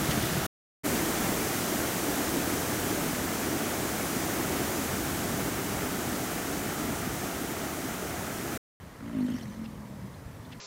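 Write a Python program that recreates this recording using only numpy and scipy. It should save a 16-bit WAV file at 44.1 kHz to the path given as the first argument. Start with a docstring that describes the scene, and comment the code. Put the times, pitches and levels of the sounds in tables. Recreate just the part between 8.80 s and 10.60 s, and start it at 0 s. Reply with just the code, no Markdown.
"""One low, rattling bellow from a bison bull walking through dry brush.
Slow flaps of the vocal folds ring his throat; air hisses from the muzzle,
and the call trails off in an uneven rumble.
Twigs scrape on his legs and his hooves thud, over faint wind on the open plain."""
import sys
import numpy as np
from scipy import signal
from scipy.io import wavfile
from scipy.ndimage import uniform_filter1d

SR = 44100
rng = np.random.default_rng(int(sys.argv[2]) if len(sys.argv) > 2 else 0)


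def put_to_file(sound):
    """Save the sound as 16-bit audio at rate SR, in the file named by the first command-line argument."""
    columns = np.atleast_2d(sound).T  # one column per channel
    safe = np.clip(columns, -1, 1)
    whole_steps = np.round(safe * 32767)
    wavfile.write(sys.argv[1], SR, whole_steps.astype(np.int16))


N = 79380
T = np.arange(N) / SR


def fold_flaps(first_s=0.207, last_s=1.27, jitter_s=0.0028, shimmer_db=1):
    """One click per closing of the vocal folds; roughness scales jitter and shimmer."""
    # fold motion: t/s, flap rate/Hz, roughness/0-1
    folds = [(.2, 54.3, 0), (.32, 58.3, 0.07), (.39, 50.3, 0.01), (.46, 49, 0.11), (.482, 52.3, 0.11),
             (.497, 61.5, 0.09), (.52, 50, 0.02), (.55, 44.7, 0.17), (.62, 44, 0.46), (.72, 44, 0.48),
             (.8, 44.5, 0), (.92, 43.4, 0.14), (1.02, 36.7, 0.48), (1.35, 40.7, 0.48)]
    cycles = np.cumsum(curve(folds, T)) / SR
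    cycles -= np.interp(first_s, T, cycles)
    flap_s = np.interp(np.arange(np.interp(last_s, T, cycles)), cycles, T)
    roughness = curve(folds, flap_s, column=2)
    lag, weakness = rng.standard_normal((100, 2))[:len(flap_s)].T * roughness
    onsets = np.round((flap_s + jitter_s * lag) * SR).astype(int)
    clicks = np.zeros(N)
    clicks[onsets] = amp(-shimmer_db * np.clip(weakness, -1, 1))
    return clicks


def bellow(clicks):
    """Flaps ring the two lowest resonances of the long throat and clack in the upper ones."""
    # flap force: t/s, level/dB
    effort = [(.2, -15), (.26, -8.5), (.315, -10), (.355, -0.5), (.41, -0.5), (.45, -1), (.47, -12.5),
              (.49, 0), (.505, -3.5), (.525, -4.5), (.547, -1.5), (.563, -11.5), (.645, -14), (.68, -8.5),
              (.725, -14.5), (.795, -8.5), (.9, -17), (.96, -21), (1.01, -13), (1.07, -21), (1.125, -10.5),
              (1.18, -23.5), (1.24, -10), (1.3, -43)]
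    # lowest resonance, sinking as the call relaxes: t/s, f/Hz
    first_mode = [(.2, 249.4), (.33, 255), (.44, 246), (.55, 244.6), (.68, 209), (.85, 225.6), (1.05, 208),
                  (1.25, 198)]
    # second resonance, strong while the mouth opens: t/s, f/Hz, level/dB
    second_mode = [(.22, 650, -64), (.3, 630, -44.5), (.385, 593, -38.5), (.412, 597, -62), (.53, 560, -48),
                   (.6, 550, -62), (.8, 526, -46), (1, 505, -62)]
    # flap sharpness: t/s, level/dB
    snap = [(.2, 3), (.26, -5.5), (.3, 4), (.35, -3), (.41, -8), (.5, -9), (.6, -25), (.85, -10),
            (1.1, -28)]
    # upper resonances: f/Hz, width/Hz, level/dB
    clack_modes = [(990, 140, -51), (1320, 245, -39), (1730, 420, -41), (2500, 400, -51)]
    first = ring(clicks * amp(curve(effort, T)), curve(first_mode, T), width_hz=22.9)
    first = amp(-20.5) * band(first, 106, 390, order=2)  # the soft folds push mostly here
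    second_drive = clicks * amp(curve(second_mode, T, column=2))
    second = ring(second_drive, curve(second_mode, T), width_hz=41)
    second = band(second, 510, 700, order=1)  # keeps the valley below it dark
    clack_drive = clicks * amp(curve(snap, T))
    clack = sum((-1) ** k * amp(db) * ring(clack_drive, hz, width_hz)
                for k, (hz, width_hz, db) in enumerate(clack_modes))
    return second - first + clack


def muzzle_air(clicks, puff_s=0.0028, puff_depth=0.87):
    """Hiss that puffs with each flap and brightens as the bull pushes out his air."""
    # breath: t/s, level/dB, brightness/0-1
    breath = [(.17, -61, 0), (.28, -58.5, 0.6), (.38, -51, 0.07), (.46, -50.5, .6), (.505, -48, 0.42),
              (.53, -51, 0.43), (.585, -48, 0.93), (.64, -47.5, 1), (.665, -55, .9), (.735, -52, 1),
              (.78, -59, 0.8), (.95, -63, .2), (1.15, -72, 0)]
    # dull air spectrum: f/Hz, relative level/dB
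    dull = [(200, -34), (500, 10), (1200, 6), (2000, 0), (2800, 3), (4500, -10), (8000, -12.5),
            (16000, -16)]
    # bright air spectrum: f/Hz, relative level/dB
    bright = [(200, 10.5), (600, 3.5), (1200, -7), (2000, -5), (3800, -11.5), (5700, -5.5), (9000, -15),
              (16000, -18)]
    # muzzle resonances: f/Hz, width/Hz, lift/dB
    muzzle_modes = [(1250, 160, 1.5), (1900, 760, 8), (3067, 143, 8), (4300, 590, 6.5), (5240, 410, 0.5),
                    (6100, 400, 1.5), (8560, 530, 5)]

    def spectrum_db(t, hz):
        brightness = np.clip(curve(breath, t, column=2), 0, 1)
        db = (1 - brightness) * colour(dull, hz) + brightness * colour(bright, hz)
        db += sum(lift_db / (1 + (2 * (hz - mode_hz) / width_hz) ** 2)
                  for mode_hz, width_hz, lift_db in muzzle_modes)
        return db - 10 * np.log10(np.mean(amp(db) ** 2, axis=1, keepdims=True))  # constant power

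    puff = np.exp(-((T - T.mean()) / puff_s) ** 2)
    puffs = 1 + puff_depth * signal.fftconvolve(np.sign(clicks), puff, "same")
    hiss = noise(spectrum_db, patchy_db=4.5, fft_size=512)
    return hiss * unit(puffs) * amp(curve(breath, T))


def hooves():
    """Soft, low thuds on dry soil, each a Gaussian tone pulse."""
    # hoof falls: t/s, f/Hz, half-length/s, level/dB
    thuds = [(0.843, 95.9, 0.0061, -41), (1.466, 86.98, 0.007, -31), (1.607, 101, 0.011, -37.5)]
    return sum(amp(db) * np.exp(-((T - at_s) / half_s) ** 2) * np.cos(2 * np.pi * hz * (T - at_s))
               for at_s, hz, half_s, db in thuds)


def twig_scrapes(slips_per_s=3000):
    """Each scrape is a quick run of tiny slips that ring a dry twig."""
    # scrapes: t/s, length/s, level/dB, centre/Hz, spread/octaves
    scrapes = [(0.835, 0.037, -57, 3400, 1.575), (1.332, 0.019, -61.5, 3690, .25),
               (1.639, 0.03, -62, 3700, 0.3), (1.709, 0.031, -51.5, 2700, 0.83)]
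    # twig resonances: f/Hz, width/Hz, relative level/dB
    twig_modes = [(1698.6, 210, 2), (1930, 210, 1), (2730, 280, 4), (3148, 380, 3), (3470, 560, 3.5),
                  (4220, 120, 1), (4970, 440, 3)]
    out = np.zeros(N)
    for start_s, length_s, db, centre_hz, spread_oct in scrapes:
        arch = np.sin(np.pi * np.clip((T - start_s) / length_s, 0, 1) ** 1.2)
        slips = arch * rng.standard_normal(N) * (rng.random(N) < slips_per_s / SR)
        scrape = np.zeros(N)
        for k, (hz, width_hz, mode_db) in enumerate(twig_modes):
            weight = np.exp(-(np.log2(hz / centre_hz) / spread_oct) ** 2)
            scrape += (-1) ** k * amp(mode_db) * np.sqrt(width_hz) * weight * ring(slips, hz, width_hz)
        out += amp(db) * unit(scrape) * np.sqrt(length_s * SR / N)  # level as rms over the scrape
    return out


def wind(level_db=-44.5):
    """Low rumble and faint wide hiss of moving air."""
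    # wind spectrum: f/Hz, relative level/dB
    spectrum = [(20, -55), (40, -17.5), (65, -5.5), (90, -4.5), (135, -0.5), (190, -9), (260, -7),
                (310, -13), (390, -16), (480, -15.5), (600, -16.5), (760, -20.5), (980, -17), (1400, -24.5),
                (2050, -25), (2550, -32.5), (4000, -34.5), (8000, -37), (15500, -40.5)]
    return amp(level_db) * noise(lambda t, hz: colour(spectrum, hz), patchy_db=1, fft_size=2048)


def amp(db):
    """Decibels to gain."""
    return 10 ** (np.asarray(db) / 20)


def unit(x):
    """Scale to rms 1."""
    return x / np.sqrt(np.mean(x ** 2) + 1e-20)


def curve(table, t, column=1):
    """Interpolate one column of a time table."""
    rows = np.array(table)
    return np.interp(t, rows[:, 0], rows[:, column])


def colour(table, hz):
    """Interpolate a dB spectrum over log frequency."""
    knot_hz, db = np.transpose(table)
    return np.interp(np.log(hz + 1), np.log(knot_hz + 1), db)


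def ring(x, hz, width_hz):
    """Steady or gliding resonance; a unit click rings at height 1."""
    phasor = np.exp(2j * np.pi * np.cumsum(hz * np.ones(len(x))) / SR)
    pole = np.exp(-np.pi * width_hz / SR)
    return (phasor * signal.lfilter([1], [1, -pole], x / phasor + 1e-18)).imag


def band(x, low_hz, high_hz, order):
    """Butterworth band-pass."""
    return signal.sosfilt(signal.butter(order, [low_hz, high_hz], "band", fs=SR, output="sos"), x)


def noise(spectrum_db, patchy_db, fft_size):
    """Unit-rms noise shaped by spectrum_db(t, hz), with small random patches in level."""
    hop = fft_size // 4
    frames = N // hop + 5
    t = np.arange(frames)[:, None] * hop / SR
    hz = np.fft.rfftfreq(fft_size, 1 / SR)
    real, imag, patches = rng.standard_normal((3, frames, len(hz)))
    patches = unit(uniform_filter1d(uniform_filter1d(patches, size=7, axis=0), size=7, axis=1))
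    bins = (real + 1j * imag) * amp(spectrum_db(t, hz) + patchy_db * patches)
    return unit(signal.istft(bins.T, nperseg=fft_size, noverlap=fft_size - hop)[1][:N])


def scene():
    """Bull, brush and wind in the open; mono, no echo."""
    clicks = fold_flaps()
    return (bellow(clicks) + muzzle_air(clicks) + wind() + twig_scrapes() + hooves())[None]


def record(dry, cutoff_hz=15650):
    """Steep low-pass."""
    lowpass = signal.firwin(511, cutoff_hz, window=("kaiser", 9), fs=SR)
    return signal.oaconvolve(dry, lowpass[None], "same")


dry = scene()
out = record(dry)
put_to_file(out)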